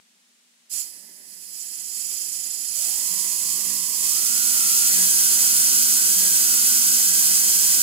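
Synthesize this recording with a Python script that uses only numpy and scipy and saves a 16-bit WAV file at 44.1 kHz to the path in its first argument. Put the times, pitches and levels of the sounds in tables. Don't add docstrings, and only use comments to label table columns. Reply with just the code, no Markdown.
import sys
import numpy as np
from scipy import signal
from scipy.fft import rfft, irfft
from scipy.io import wavfile

SR = 44100
rng = np.random.default_rng(int(sys.argv[2]) if len(sys.argv) > 2 else 0)


def dump_mix(stems):
    frames = np.atleast_2d(stems).T
    limited = np.clip(frames, -1, 1)
    pcm = np.round(limited * 32767).astype(np.int16)
    wavfile.write(sys.argv[1], SR, pcm)


N = 344862
TIME = np.arange(N) / SR
FREQ = np.maximum(np.arange(N // 2 + 1) * SR / N, 1)

# frequency in Hz, relative level in dB.
ROOM_COLOUR = [(40, -36), (100, -18), (140, -28), (185, 7), (243, 6), (275, -1), (450, -3.5), (1100, -1),
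               (2000, 3.5), (8500, 4), (12000, -5), (15000, -12)]
# frequency in Hz, starting level in dB, fall by 60 dB in seconds.
RINGING_TONES = [(592.2, -73.5, 4), (1723, -74.5, 12)]
# frequency in Hz, width in Hz, gain in dB.
BENCH_MODES = [(166, 18, -13), (181, 11, 0.5), (189, 12, -4), (203, 24, -11), (242, 19, -1.5),
               (291, 24, -8), (343, 22, -5), (380, 36, -7)]
# multiple of the turning rate,
# level in dB at top speed before the bench top colours it.
ROTOR_KNOCKS = [(2, -41.5), (3, -45.5), (4, -51)]
# frequency in Hz, relative level in dB.
EXHAUST_COLOUR = [(30, -39), (80, -18), (135, -11), (200, 6.5), (400, 3), (520, 0), (700, 2), (1000, -0.5),
                  (1300, -12), (2000, 12.5), (3500, -65), (8000, -40)]
# multiple of the turning rate, width in Hz, level in dB at full flow,
# delay at the left port in samples.
SHED_EDDIES = [(18.5, 150, -44, 12), (36.6, 230, -47, 6)]
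# multiple of the turning rate, width in Hz, level in dB when fully there.
SLIP_HOWL = (18.3, 70, -49)
# multiple of the turning rate, relative level in dB.
BLADE_LINES = [(11, -20), (12, -20), (14, -16), (15, -20), (16, -10), (17, -11), (18, 0), (19, -4),
               (20, -16), (36, -10), (37, -12)]
# frequency in Hz, width in Hz,
# relative level in dB at gentle flow, relative level in dB at full flow.
CASING_RESONANCES = [(2567, 700, -19.5, -14), (3138, 210, -15, -9), (3580, 160, -18, -10.5),
                     (4326, 470, -11.5, -5.5), (4997, 700, -5.0, -3), (5897, 284, -4.5, -1),
                     (6175, 320, -8.5, 3), (6790, 570, -4.5, -4), (7165, 670, -0.5, -0.5),
                     (7846, 430, 0, 1.5), (8450, 470, -11, 2.5), (9000, 330, -13, -15), (9230, 880, -6, 3),
                     (10010, 390, -4.5, 0), (10360, 340, -1, 0.5), (10920, 530, -4.5, -2.0),
                     (12200, 250, -7, -10), (12160, 280, -6.5, 4), (12800, 720, -13, -1.5),
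                     (13340, 350, -5.5, 2), (14250, 670, -9, -7), (14900, 320, -25, -2),
                     (15680, 290, -27, -11.5)]
# frequency in Hz, relative level in dB at gentle flow, the same at full flow.
JET_COLOUR = [(300.0, -95, -77), (1014, -29, -18), (2360, -28.5, -16.5), (3820, -38, -17.5),
              (5100, -15.5, -4), (6800, -18, -2.5), (9620, -9, -3), (13650, -18, -10), (16100, -34, -11.5)]
# frequency in Hz, width in Hz,
# gain in dB at the left port, gain in dB at the right port.
BENCH_NOTCHES = [(3870, 180, -11, -6), (4550, 170, -8, -10), (5630, 200, -16, -2), (6200, 130, -20, 0),
                 (6530, 150, -9, -5), (7560, 160, -9, -1), (8180, 150, -8, 0), (8580, 240, -13, 0),
                 (9120, 150, -11, 0), (10150, 160, -8, 0), (11120, 380, -16, 0), (11680, 160, 0, -5),
                 (13100, 180, -4, -4), (13720, 160, -6, -6), (14620, 200, -7, -2), (15430, 380, -14, -4)]
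# start in seconds, time it takes in seconds, jet strength reached in dB,
# rotor speed it sustains in turns per second.
VALVE_TURNS = [(.7, 0.0394, -47, 9.2), (1.2, 0.2503, -38, 12), (1.52, 0.0511, -33, 20),
               (1.899, .11, -29, 28), (2.67, .12, -25, 56.3), (3.97, .11, -22.5, 75.2),
               (4.3, .53, -20, 79.5)]
# start in seconds, build-up in seconds,
# change in turns per second.
ROTOR_SURGES = [(2.94, .2, 3.9), (3.39, .24, 5.3), (4.01, .16, 4), (4.19, .13, 5.7), (4.57, .05, -5.5),
                (4.88, .1, 12.5), (5.57, .03, 3.5), (5.93, .02, 3), (6.04, .19, 9), (6.41, .05, -3),
                (6.62, .05, 3.5), (6.83, .08, 1.7), (6.94, .19, 6.6), (7.35, .32, 7.4)]

ROOM_DB = -60.5
PORT_LAG_SAMPLES = 12
TOP_HZ = 15720
BLAST_S, BLAST_DB = 0.6935, -27.5
BLAST_ATTACK_S, BLAST_HOLD_S, BLAST_RELEASE_S = 0.043, 0.076, 0.033
INERTIA_S, SETTLE_S, TOP_SPEED = .089, .225, 83
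GENTLE_DB, FILLED_DB = -26.5, -19.5
HISS_PAN_DB, WHINE_PAN_DB, SWING_POWER = (-11.5, -2.5), (-6.5, 3.5), 0.93
WHINE_DB, WHINE_FILL_POWER, WHINE_SPEED_POWER = -41.8, .6, 1.0
WHINE_LAG_SAMPLES = (7.5, 12.5)
SLIP_ACCELERATION, SLIP_DB = 90, -5
HOWL_SPEED = 36
CALM_CHURN = .3
WAVER_RAD, WAVER_HZ = .26, 45
FLICKER_DB, FLICKER_HZ = 2.1, 18
WANDER_DB, WANDER_HZ = 2.3, 5
FLUTTER, FLUTTER_SCATTER, FLUTTER_SCATTER_HZ, FLUTTER_LEFT = .66, .3, 5, .45
IDLE_DB, EXHAUST_DB = -68.5, -51


def undb(db):
    return 10 ** (np.asarray(db) / 20)


def rms(x):
    return np.sqrt(np.mean(x ** 2))


def colour(hz, db):
    return undb(np.interp(np.log(FREQ), np.log(hz), db))


def resonances(hz, width, db):
    power = 0
    for f, w, d in zip(hz, width, db):
        detuning = (FREQ / f - f / FREQ) * f / w
        power = power + (undb(d) / (1 + detuning ** 2)) ** 2
    return np.sqrt(power)


def through(x, gain):
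    return irfft(rfft(x) * gain, N)


def noise(gain, likeness):
    shared, left, right = rfft(rng.standard_normal((3, N)))
    late = np.exp(-2j * np.pi * FREQ * PORT_LAG_SAMPLES / SR)
    alike = np.clip(likeness, 0, 1)
    common = np.sqrt(alike) * np.array([shared * late, shared])
    separate = np.sqrt(1 - alike) * np.array([left, right])
    return irfft(gain * (common + separate), N)


def walk(rate_hz):
    x = through(rng.standard_normal(N), 1 / (1 + (FREQ / rate_hz) ** 2))
    return x / rms(x)


def pan(db):
    gains = undb(np.array([[1], [-1]]) * db / 2)
    return gains / np.sqrt(np.mean(gains ** 2, axis=0))


def ramp(start_s, length_s):
    return np.clip((TIME - start_s) / max(length_s, .001), 0, 1)


def room(hum_hz=243, hum_db=-80):
    likeness = 0.12 + 1.3 / (1 + (FREQ / 500) ** 2)
    x = noise(colour(*np.transpose(ROOM_COLOUR)), likeness)
    hum = np.sqrt(2) * np.sin(2 * np.pi * hum_hz * TIME + 0.31 * walk(5.4))
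    return x / rms(x) * undb(ROOM_DB) + undb(hum_db) * hum


def after_ring(start_s=0.88, attack_s=0.1, flicker_db=3, waver_rad=0.7):
    since = np.maximum(TIME - start_s - attack_s, 0)
    tones = 0
    for hz, db, t60_s in RINGING_TONES:
        level = undb(db - 60 * since / t60_s + flicker_db * walk(15))
        tone = np.sin(2 * np.pi * hz * TIME + waver_rad * walk(12))
        tones = tones + np.sqrt(2) * level * tone
    return ramp(start_s, attack_s) * tones


def valve_steps(values):
    steps = np.diff(values, prepend=0)
    return sum(step * ramp(row[0], row[1]) for row, step in zip(VALVE_TURNS, steps))


def air_flow():
    spent_s = np.maximum(TIME - BLAST_S - BLAST_ATTACK_S - BLAST_HOLD_S, 0)
    blast = undb(BLAST_DB) * ramp(BLAST_S, BLAST_ATTACK_S) / (1 + spent_s / BLAST_RELEASE_S)
    return np.hypot(blast, valve_steps(undb([row[2] for row in VALVE_TURNS])))


def rotor_speed():
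    keep = np.exp(-1 / (INERTIA_S * SR))
    driven = valve_steps([row[3] for row in VALVE_TURNS])
    speed = signal.lfilter([(1 - keep) ** 2], np.poly([keep, keep]), driven)
    for start_s, rise_s, change in ROTOR_SURGES:
        settling = np.exp(-np.maximum(TIME - start_s - rise_s, 0) / SETTLE_S)
        speed = speed + change * ramp(start_s, rise_s) * settling
    return speed


def filling(air):
    return np.clip((air - undb(GENTLE_DB)) / (undb(FILLED_DB) - undb(GENTLE_DB)), 0, 1)


def slip(speed):
    return np.clip(np.gradient(speed) * SR / SLIP_ACCELERATION, 0, 1)


def swing(air, gentle_db, full_db):
    return gentle_db + (full_db - gentle_db) * filling(air) ** SWING_POWER


def spent_air(air, speed, air_power=0.51, speed_power=0.96):
    flow_share = (air / undb(FILLED_DB)) ** air_power
    speed_share = (speed / TOP_SPEED) ** speed_power
    driven = undb(EXHAUST_DB) * flow_share * speed_share
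    return np.hypot(undb(IDLE_DB), driven) * ramp(BLAST_S, BLAST_ATTACK_S)


def bench(air, turns, speed, rumble_db=-1.0, gentle_pan_db=-3, full_pan_db=4.0):
    modes = resonances(*np.transpose(BENCH_MODES))
    rumble = noise(modes, likeness=1.0)
    rumble = rumble / rms(rumble) * spent_air(air, speed) * undb(rumble_db)
    knocks = 0
    for multiple, db in ROTOR_KNOCKS:
        knock = np.sin(2 * np.pi * multiple * turns + 0.13 * walk(4.7))
        knocks = knocks + knock * undb(db + 0.76 * walk(8.6))
    knocks = through(knocks, modes) * (speed / TOP_SPEED) ** 2
    return (rumble + knocks) * pan(gentle_pan_db + (full_pan_db - gentle_pan_db) * filling(air))


def exhaust(air, speed, rush_db=7, gust_db=2.1):
    x = noise(colour(*np.transpose(EXHAUST_COLOUR)), likeness=0.59)
    return x / rms(x) * spent_air(air, speed) * undb(rush_db + gust_db * walk(20))


def swirl(turns, order, width_hz):
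    angle = 2 * np.pi * order * turns
    return walk(width_hz / 2) * np.cos(angle) + walk(width_hz / 2) * np.sin(angle)


def eddies(air, turns, speed):
    order, width_hz, db = SLIP_HOWL
    strength = slip(speed) * np.minimum(speed / HOWL_SPEED, 1) ** 3
    howl = undb(db) * strength * swirl(turns, order, width_hz)
    out = howl * pan(swing(air, *WHINE_PAN_DB) / 2) * np.array([[-1], [1]])
    for order, width_hz, db, lag in SHED_EDDIES:
        shed = undb(db) * filling(air) * swirl(turns, order, width_hz)
        out = out + np.array([np.roll(shed, lag), shed])
    return out


def whine(air, turns, speed):
    full, slipping = filling(air), slip(speed)
    churn = CALM_CHURN + (1 - CALM_CHURN) * full + slipping
    side_db = swing(air, *WHINE_PAN_DB)
    gentle_lag, full_lag = WHINE_LAG_SAMPLES
    lag_s = (gentle_lag + (full_lag - gentle_lag) * full) / SR
    angle = 2 * np.pi * np.array([turns - speed * lag_s, turns])
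    out = 0
    for order, db in BLADE_LINES:
        line = np.sqrt(2) * np.sin(order * angle + WAVER_RAD * churn * walk(WAVER_HZ))
        sides = pan(side_db + WANDER_DB * full * walk(WANDER_HZ))
        out = out + line * undb(db + FLICKER_DB * churn * walk(FLICKER_HZ)) * sides
    growth = full ** WHINE_FILL_POWER * (speed / TOP_SPEED) ** WHINE_SPEED_POWER
    return out * undb(WHINE_DB + SLIP_DB * slipping) * growth


def hiss_at(column, ring_likeness, jet_likeness):
    casing, jet = np.transpose(CASING_RESONANCES), np.transpose(JET_COLOUR)
    x = noise(resonances(casing[0], casing[1], casing[2 + column]), ring_likeness)
    x = x + noise(colour(jet[0], jet[1 + column]), jet_likeness)
    return x / rms(x)


def beam(x, side_db, beam_hz=3900, low_share=0.35):
    low = through(x, 1 / (1 + (FREQ / beam_hz) ** 10))
    return low * pan(low_share * side_db) + (x - low) * pan(side_db)


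def shade(x, air, make_up=0.74, stays=0.34):
    notch_db = 0
    for hz, width_hz, left_db, right_db in BENCH_NOTCHES:
        notch_db = notch_db + np.array([[left_db], [right_db]]) / (1 + (2 * (FREQ - hz) / width_hz) ** 4)
    notched = through(x, undb(notch_db))
    loss = np.std(x, axis=1, keepdims=True) / np.std(notched, axis=1, keepdims=True)
    notched = notched * loss ** make_up
    broad = (1 - np.clip(stays, 0, 1)) * filling(air) ** SWING_POWER
    return notched + broad * (x - notched)


def hiss(air, turns, speed, gentle_db=1.5, full_db=4.0, pocket_hz=7050, pocket_width_hz=1050,
         blur_speed=42, sputter_db=0.03, surge_db=0.5, speak_db=-36, starved=0.5, broaden_power=0.65):
    full = filling(air) ** broaden_power
    x = np.sqrt(1 - full) * undb(gentle_db) * hiss_at(0, ring_likeness=0.34, jet_likeness=0.57)
    x = x + np.sqrt(full) * undb(full_db) * hiss_at(1, ring_likeness=0.33, jet_likeness=1.0)
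    pocket = through(x, resonances([pocket_hz], [pocket_width_hz], [0]))
    speaking = 1 - 1 / (1 + (air / undb(speak_db)) ** 8)
    depth = FLUTTER * speaking * np.minimum(speed / 10, 1) / (1 + (speed / blur_speed) ** 4)
    depth = depth * np.clip(1 + FLUTTER_SCATTER * walk(FLUTTER_SCATTER_HZ), 0, 1 / FLUTTER)
    sway = np.array([[FLUTTER_LEFT], [1]]) * depth * np.cos(2 * np.pi * turns)
    x = x + (sway - starved * (1 - speaking)) * pocket
    turbulence_db = sputter_db * (1 - 0.33 * full) * walk(560) + surge_db * walk(18.0)
    x = shade(beam(x, swing(air, *HISS_PAN_DB)), air)
    return x * air * undb(turbulence_db)


def reflections(x, echo_db=-12, t60_s=.2, dark_hz=2500):
    tail = rng.standard_normal((2, N)) * undb(-60 * TIME / t60_s) * (TIME > .003)
    tail = tail / np.sqrt(np.sum(tail ** 2, axis=1, keepdims=True))
    tail = through(tail, FREQ / np.hypot(FREQ, dark_hz))
    echo = signal.fftconvolve(x, tail[:, :SR // 4], axes=1)[:, :N]
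    return (x + undb(echo_db) * echo) / np.sqrt(1 + undb(echo_db) ** 2)


def scene():
    air, speed = air_flow(), rotor_speed()
    turns = np.cumsum(speed) / SR
    background = room() + after_ring() + bench(air, turns, speed)
    blades = exhaust(air, speed) + eddies(air, turns, speed) + whine(air, turns, speed)
    return background + blades + reflections(hiss(air, turns, speed))


def record(dry):
    dry = signal.sosfilt(signal.butter(1, 70, "highpass", fs=SR, output="sos"), dry)
    return signal.sosfilt(signal.ellip(12, .1, 90, TOP_HZ, fs=SR, output="sos"), dry)


dry = scene()
out = record(dry)
dump_mix(out)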